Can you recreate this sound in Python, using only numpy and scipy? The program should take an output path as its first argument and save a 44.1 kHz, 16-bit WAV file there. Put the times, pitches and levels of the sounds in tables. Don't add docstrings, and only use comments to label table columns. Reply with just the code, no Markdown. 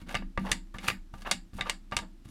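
import sys
import numpy as np
from scipy import signal
from scipy.fft import rfft, irfft
from scipy.io import wavfile
from scipy.ndimage import uniform_filter1d

SR = 44100
rng = np.random.default_rng(int(sys.argv[2]) if len(sys.argv) > 2 else 0)


def to_linear_factor(level_db):
    exponent = np.asarray(level_db, float) / 20
    return 10 ** exponent


def inscribe(sig):
    pcm = np.round(np.clip(np.atleast_2d(sig).T, -1, 1) * 32767)
    wavfile.write(sys.argv[1], SR, pcm.astype(np.int16))


N = 101429


def evened(x):
    return x / np.sqrt(np.mean(x ** 2) + 1e-20)


def unit(x):
    return x / np.linalg.norm(x)


def read(points, hz):
    f, value = np.transpose(points)
    return np.interp(np.log(hz + 1), np.log(f + 1), value)


def add(mix, start_s, sound):
    part = mix[max(round(start_s * SR), 0):][:len(sound)]
    part += sound[:len(part)]


def ring(modes, length_s, spread_db):
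    t = np.arange(round(length_s * SR)) / SR
    total = np.zeros(len(t))
    for hz, db, t60 in modes:
        strike_db = db + spread_db * rng.standard_normal()
        total += to_linear_factor(strike_db - 60 * t / t60) * np.sin(2 * np.pi * hz * t)
    return total


def cards():
    # (time [s], peak [dB], body [dB], edge [dB], crack t60 [s])
    slaps = [(0.084, -42, -14, -26, 0.035), (0.092, -30.5, -18, -23.5, 0.028),
             (0.1437, -18.5, -18.5, -32, 0.013), (0.1506, -17, -22.5, -29, 0.031),
             (0.161, -36, -18.5, -23, 0.025), (0.17, -40, -25, -23, 0.032),
             (0.2223, -35.5, -16.5, -46, 0.016), (0.375, -18.5, -12.5, -38, 0.034),
             (0.457, -47, -20, -10, .03), (0.5156, -10, -23.5, -8, 0.041), (0.527, -25.5, -22, -12, 0.035),
             (0.67, -58.5, -12, -12, .03), (0.745, -36.5, -12, -38, 0.06), (0.784, -31, -23, -25, 0.049),
             (0.829, -40.5, -10.5, -15, .03), (0.867, -41, -15, -21, .04),
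             (0.883, -15.5, -15, -13.5, 0.035), (0.9, -22, -20.5, -30, 0.029),
             (0.911, -33.5, -15, -33.5, .03), (1.1385, -33.5, -4, -25.5, .04),
             (1.182, -48.5, -21, -11, 0.046), (1.219, -37.5, -14, -14.5, 0.063),
             (1.256, -44, -12, -40, .04), (1.3118, -10.5, -21.5, -10.5, 0.057),
             (1.533, -45.5, -13, -16, 0.017), (1.586, -40, -4, -25, .05), (1.609, -17, -21, -26.5, 0.026),
             (1.62, -30, -17, -26, 0.037), (1.658, -49, -3, -20, 0.046), (1.671, -34.5, -10, -28, 0.039),
             (1.696, -13.5, -18.5, -10.5, 0.036), (1.913, -42, -13, -16, 0.03),
             (1.921, -24, -13, -36.5, 0.074), (1.966, -13, -17, -8.5, 0.028), (1.974, -25, -10, -6, 0.028),
             (1.988, -23, -13.5, -15.5, 0.048), (2.243, -61.5, -6.5, -7, .03),
             (2.255, -48, -7.5, -2, 0.026), (2.287, -48.5, -14, -7, .03)]
    # (time [s], peak [dB], frequency [Hz], t60 [s])
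    pops = [(0.1445, -31, 2320, .01), (0.152, -23, 2670, 0.016), (0.1695, -36.5, 2600, .02),
            (0.17, -36, 4620, .02), (0.377, -29, 1970, .03), (0.378, -34.5, 2800, 0.013),
            (0.5165, -21.5, 2760, 0.017), (0.5172, -26, 1940, .035), (0.518, -24, 3540, .025),
            (0.52, -32.5, 7140, 0.073), (0.529, -30.5, 1980, 0.043), (0.7455, -45, 1750, .03),
            (0.786, -37.5, 2690, 0.018), (0.868, -32, 2530, 0.024), (0.8834, -14.5, 1300, 0.0094),
            (0.8838, -14.5, 2500, 0.014), (0.9015, -27, 2420, 0.019), (1.22, -46, 4650, 0.033),
            (1.26, -35, 1100, 0.031), (1.268, -34, 2730, 0.034), (1.273, -37, 875, .03),
            (1.3132, -24, 2780, 0.017), (1.3136, -35, 3780, 0.025), (1.314, -19, 4650, 0.018),
            (1.6102, -22.5, 3695, 0.024), (1.6106, -25.5, 2020, 0.026), (1.659, -36.5, 1180, .05),
            (1.6975, -25.5, 2710, 0.015), (1.925, -36, 2780, 0.028), (1.9672, -21, 2775, 0.019),
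            (1.9676, -23.5, 3600, 0.016), (1.968, -26.5, 4500, 0.016), (1.978, -29.5, 2930, .014),
            (1.991, -32.5, 2900, 0.011)]
    # (start [s], length [s], level [dB], body [dB], edge [dB])
    draws = [
        (0.06, 0.08, -47, -8, -20),
        (0.429, 0.092, -42, 3, -17.5),
        (0.795, 0.093, -45, -11, -17.5),
        (1.156, 0.074, -60.5, -8.5, -10.5),
        (1.535, 0.048, -57.5, -13, -7.5),
        (1.633, 0.067, -47.5, -9, -24.5),
        (2.273, 0.057, -56, -5.5, -4.5),
    ]
    # (start [s], length [s], level [dB], body [dB], edge [dB])
    scuffs = [(0, 0.041, -58.5, -12, -17.5), (0.088, 0.011, -57, -20, -9), (0.153, 0.024, -43, -5, -18),
              (0.384, 0.19, -62, -34, -17.5), (0.455, 0.053, -45.5, -12, -33.5),
              (0.74, 0.043, -51, -2, -15), (0.879, 0.014, -34, -24, -8.5),
              (0.883, 0.019, -33, -16.5, -27.5), (1.13, 0.082, -63, -6, -11.5),
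              (1.248, 0.037, -42, -13.5, -39.5), (1.262, 0.053, -40.5, -2.5, -23.5),
              (1.534, 0.056, -65, -5, -5.5), (1.584, 0.025, -41, -1, -26),
              (1.661, 0.053, -43.5, -10.5, -36), (1.92, 0.044, -47.5, -5, -19.5),
              (2.018, 0.038, -52, -2, -38.5), (2.247, 0.041, -64, -7, -13)]
    flight_s = .0006
    mix = np.zeros(N)
    for start_s, *row in slaps:
        add(mix, start_s + flight_s, slap(*row))
    for start_s, *row in pops:
        add(mix, start_s, pop(*row))
    for start_s, *row in draws:
        add(mix, start_s, slide(.95, *row))
    for start_s, *row in scuffs:
        add(mix, start_s, slide(.092, *row))
    return mix


def slap(peak_db, body_db, edge_db, crack_t60):
    # (frequency [Hz], level [dB], t60 [s])
    deck_modes = [(736, -5, 0.065), (1188.6, 6, 0.077), (1736, -13.5, 0.081), (2077, -4.5, 0.08)]
    tick_db, tick_t60, crack_db, first_db = 3, .007, 5, -6.5
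    knock_db = -4.5 + .28 * (body_db + 15)
    t = np.arange(SR // 3) / SR
    tick_noise, crack_noise = rng.standard_normal((2, len(t)))
    tick = np.diff(tick_noise * to_linear_factor(-60 * t / tick_t60), prepend=0)
    crack = crack_noise * to_linear_factor(-60 * t / crack_t60)
    blow = to_linear_factor(tick_db) * unit(tick) + to_linear_factor(crack_db) * unit(crack) + room()
    blow[0] -= to_linear_factor(first_db)
    deck = unit(ring(deck_modes, len(t) / SR, 1.5))
    struck = through_body(blow, ring_db=-10)[:len(t)] - to_linear_factor(knock_db) * deck
    sound = contact(struck, body_db, edge_db, top_db=-7)
    return to_linear_factor(peak_db) * sound / abs(sound).max()


def pop(peak_db, hz, t60):
    length_s, rise_s, split = .1, .00056, .021
    path = .38 * room()
    path[0] = 1
    tones = [(hz * (1 + split * k), peak_db - 4 - 5 * abs(k), t60) for k in (-1, 0, 1)]
    onset = np.minimum(np.arange(round(length_s * SR)) / SR / rise_s, 1)
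    return signal.fftconvolve(ring(tones, length_s, 2.5) * onset, path)


def slide(peak_at, length_s, level_db, body_db, edge_db):
    grit_db, clump_db = 2, 3.5
    n = min(round(length_s * SR) + 2, 6000)
    hiss, rough = rng.standard_normal((2, n))
    grit = grit_db * evened(uniform_filter1d(rough, 24))
    clumps = clump_db * evened(uniform_filter1d(rough[::-1], 260))
    u = np.linspace(0, 1, n)
    stroke = np.minimum(u / peak_at, (1 - u) / (1 - peak_at)) ** 0.73
    rasp = contact(hiss * to_linear_factor(grit + clumps) * stroke, body_db, edge_db, top_db=10)
    path = room()
    path[0] = 1
    sound = through_body(signal.fftconvolve(rasp, path), ring_db=-14.5)
    return to_linear_factor(level_db) * sound / np.sqrt(np.sum(sound ** 2) / n)


def contact(x, body_db, edge_db, top_db):
    # (frequency [Hz], gain [dB])
    mic = [(300, 1.5), (600, 4.5), (1200, -2), (2800, 1), (6000, -5.5), (7300, -8.5), (10000, -10.5),
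           (16000, -31)]
    low = body_db + 15
    high = edge_db + 13
    # (frequency [Hz], gain [dB])
    shape = [(375, low - 11.5), (1296, low), (1940, 0), (3030, .28 * high), (8300, high), (13000, high + top_db)]
    hz = abs(np.fft.fftfreq(1024, 1 / SR))
    return signal.fftconvolve(x, causal(read(shape, hz) + read(mic, hz)))


def causal(db):
    log_gain = db * np.log(10) / 20
    spectrum = np.exp(np.conj(signal.hilbert(log_gain)))
    return np.fft.ifft(spectrum).real[:len(db) // 2]


def through_body(x, ring_db):
    # (frequency [Hz], level [dB], t60 [s])
    body_modes = [(558, -4, 0.03), (799, -12.5, 0.12), (950, -4, 0.063), (1222, -5, 0.057),
                  (1750, 0, 0.023), (1910, -9, 0.059), (2280, 2, 0.016), (2910, 2.5, 0.022),
                  (3700, -17, 0.01), (3846, -1, 0.021), (4850, -0.5, 0.016), (7480, -15.5, 0.05),
                  (8790, 5.5, 0.0082), (10510, -11.5, .015)]
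    path = to_linear_factor(ring_db) * unit(ring(body_modes, .15, 2.5))
    path[0] = 1
    return signal.fftconvolve(x, path)


def room():
    # (frequency [Hz], t60 [s])
    decay = [(500, 0.17), (1500, 0.19), (3000, 0.15), (5000, 0.2), (6300, 0.097), (7300, 0.25),
             (8500, 0.16), (15000, 0.18)]
    level_db, delay_s, n = -5.5, .0041, SR // 3
    hz, t, z = signal.stft(rng.standard_normal(n), SR, nperseg=128)
    dying = z * to_linear_factor(-60 * t / read(decay, hz)[:, None])
    tail = signal.istft(dying, SR, nperseg=128)[1][:n]
    fade_in = np.clip(np.arange(len(tail)) / SR / delay_s - .5, 0, 1)
    return to_linear_factor(level_db) * unit(tail * fade_in)


def table_top():
    # (time [s], push [dB], ring [dB])
    knocks = [(0.018, -37, -42.5), (0.077, -41.5, -41), (0.15, -29, -40), (0.195, -56, -37.5),
              (0.378, -25, -32.5), (0.41, -63, -34.5), (0.515, -30.5, -37.5), (0.746, -35, -43.5),
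              (0.787, -68.5, -55.5), (0.838, -44, -41.5), (0.882, -30, -41), (0.914, -36, -42.5),
              (1.137, -34.5, -51.5), (1.213, -46.5, -58), (1.256, -56, -57.5), (1.312, -48, -41),
              (1.345, -43, -51.5), (1.532, -38.5, -46.5), (1.552, -36, -50.5), (1.605, -31, -42.5),
              (1.696, -66, -47), (1.776, -65, -62), (1.922, -33, -41), (1.965, -30, -44.5),
              (2.009, -58.5, -43.5), (2.256, -35, -51)]
    # (frequency [Hz], level [dB], t60 [s])
    push_modes = [(47, -9.5, .2), (63.5, -3.5, 0.26), (92.6, -8, 0.19), (116.3, 5, 0.081),
                  (136.4, -8.5, 0.022)]
    # (frequency [Hz], level [dB], t60 [s])
    top_modes = [(175, -6, .35), (192.95, 0.5, 0.3), (217, -14, 0.083), (239.9, -5, 0.26),
                 (267, -13.5, 0.43), (293, -3, 0.088), (321.3, -12, 0.41)]
    length_s, swell_s, soft_hz = .8, .005, 380
    out = np.zeros(N)
    swell = 1 - np.exp(-np.arange(round(length_s * SR)) / SR / swell_s)
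    low_pass = signal.butter(2, soft_hz, fs=SR)
    for start_s, push_db, ring_db in knocks:
        push = to_linear_factor(push_db - 9) * ring(push_modes, length_s, 2.5)
        ringing = to_linear_factor(ring_db + 3) * ring(top_modes, length_s, 2.5) * swell
        add(out, start_s, signal.lfilter(*low_pass, push + ringing))
    return out


def sway():
    # (time [s], frequency [Hz], rms level [dB])
    drift = [(0.0, 29.86, -53), (0.27, 28.05, -36.5), (0.33, 31.3, -53), (0.38, 29.5, -34),
             (0.42, 31.2, -51), (0.44, 30.5, -40), (0.9, 31.26, -50.5), (0.93, 28.03, -59.5),
             (1.0, 26.95, -40), (1.06, 28.7, -50), (1.28, 29.6, -43.5), (1.34, 29.2, -59.5),
             (1.4, 29.5, -44.5), (1.53, 30.9, -60.5), (1.57, 28.53, -43.5), (1.98, 29.8, -51),
             (2.03, 29.87, -46), (2.3, 28.2, -56)]
    s, hz, db = np.transpose(drift)
    t = np.arange(N) / SR
    phase = 2 * np.pi * np.cumsum(np.interp(t, s, hz)) / SR
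    return np.sqrt(2) * to_linear_factor(np.interp(t, s, db)) * np.sin(phase)


def air():
    # (frequency [Hz], level [dB])
    colour = [(60, 0), (150, -13), (193, 3), (250, -6.5), (335, -5), (400, -23.5), (5000, -33),
              (13000, -42), (16000, -50)]
    level_db = -58
    hz = np.fft.rfftfreq(N, 1 / SR)
    gain = to_linear_factor(read(colour, hz)) * (hz > 30)
    return to_linear_factor(level_db) * evened(irfft(rfft(rng.standard_normal(N)) * gain, N))


def scene():
    return (cards() + table_top() + sway() + air())[None]


def top_cut(x):
    return signal.sosfilt(signal.butter(12, 16530, fs=SR, output="sos"), x)


def record(dry):
    low_pass = signal.firwin(255, 16300, fs=SR)
    mix = signal.oaconvolve(dry, low_pass[None], "same")
    return top_cut(mix)


dry = scene()
out = record(dry)
inscribe(out)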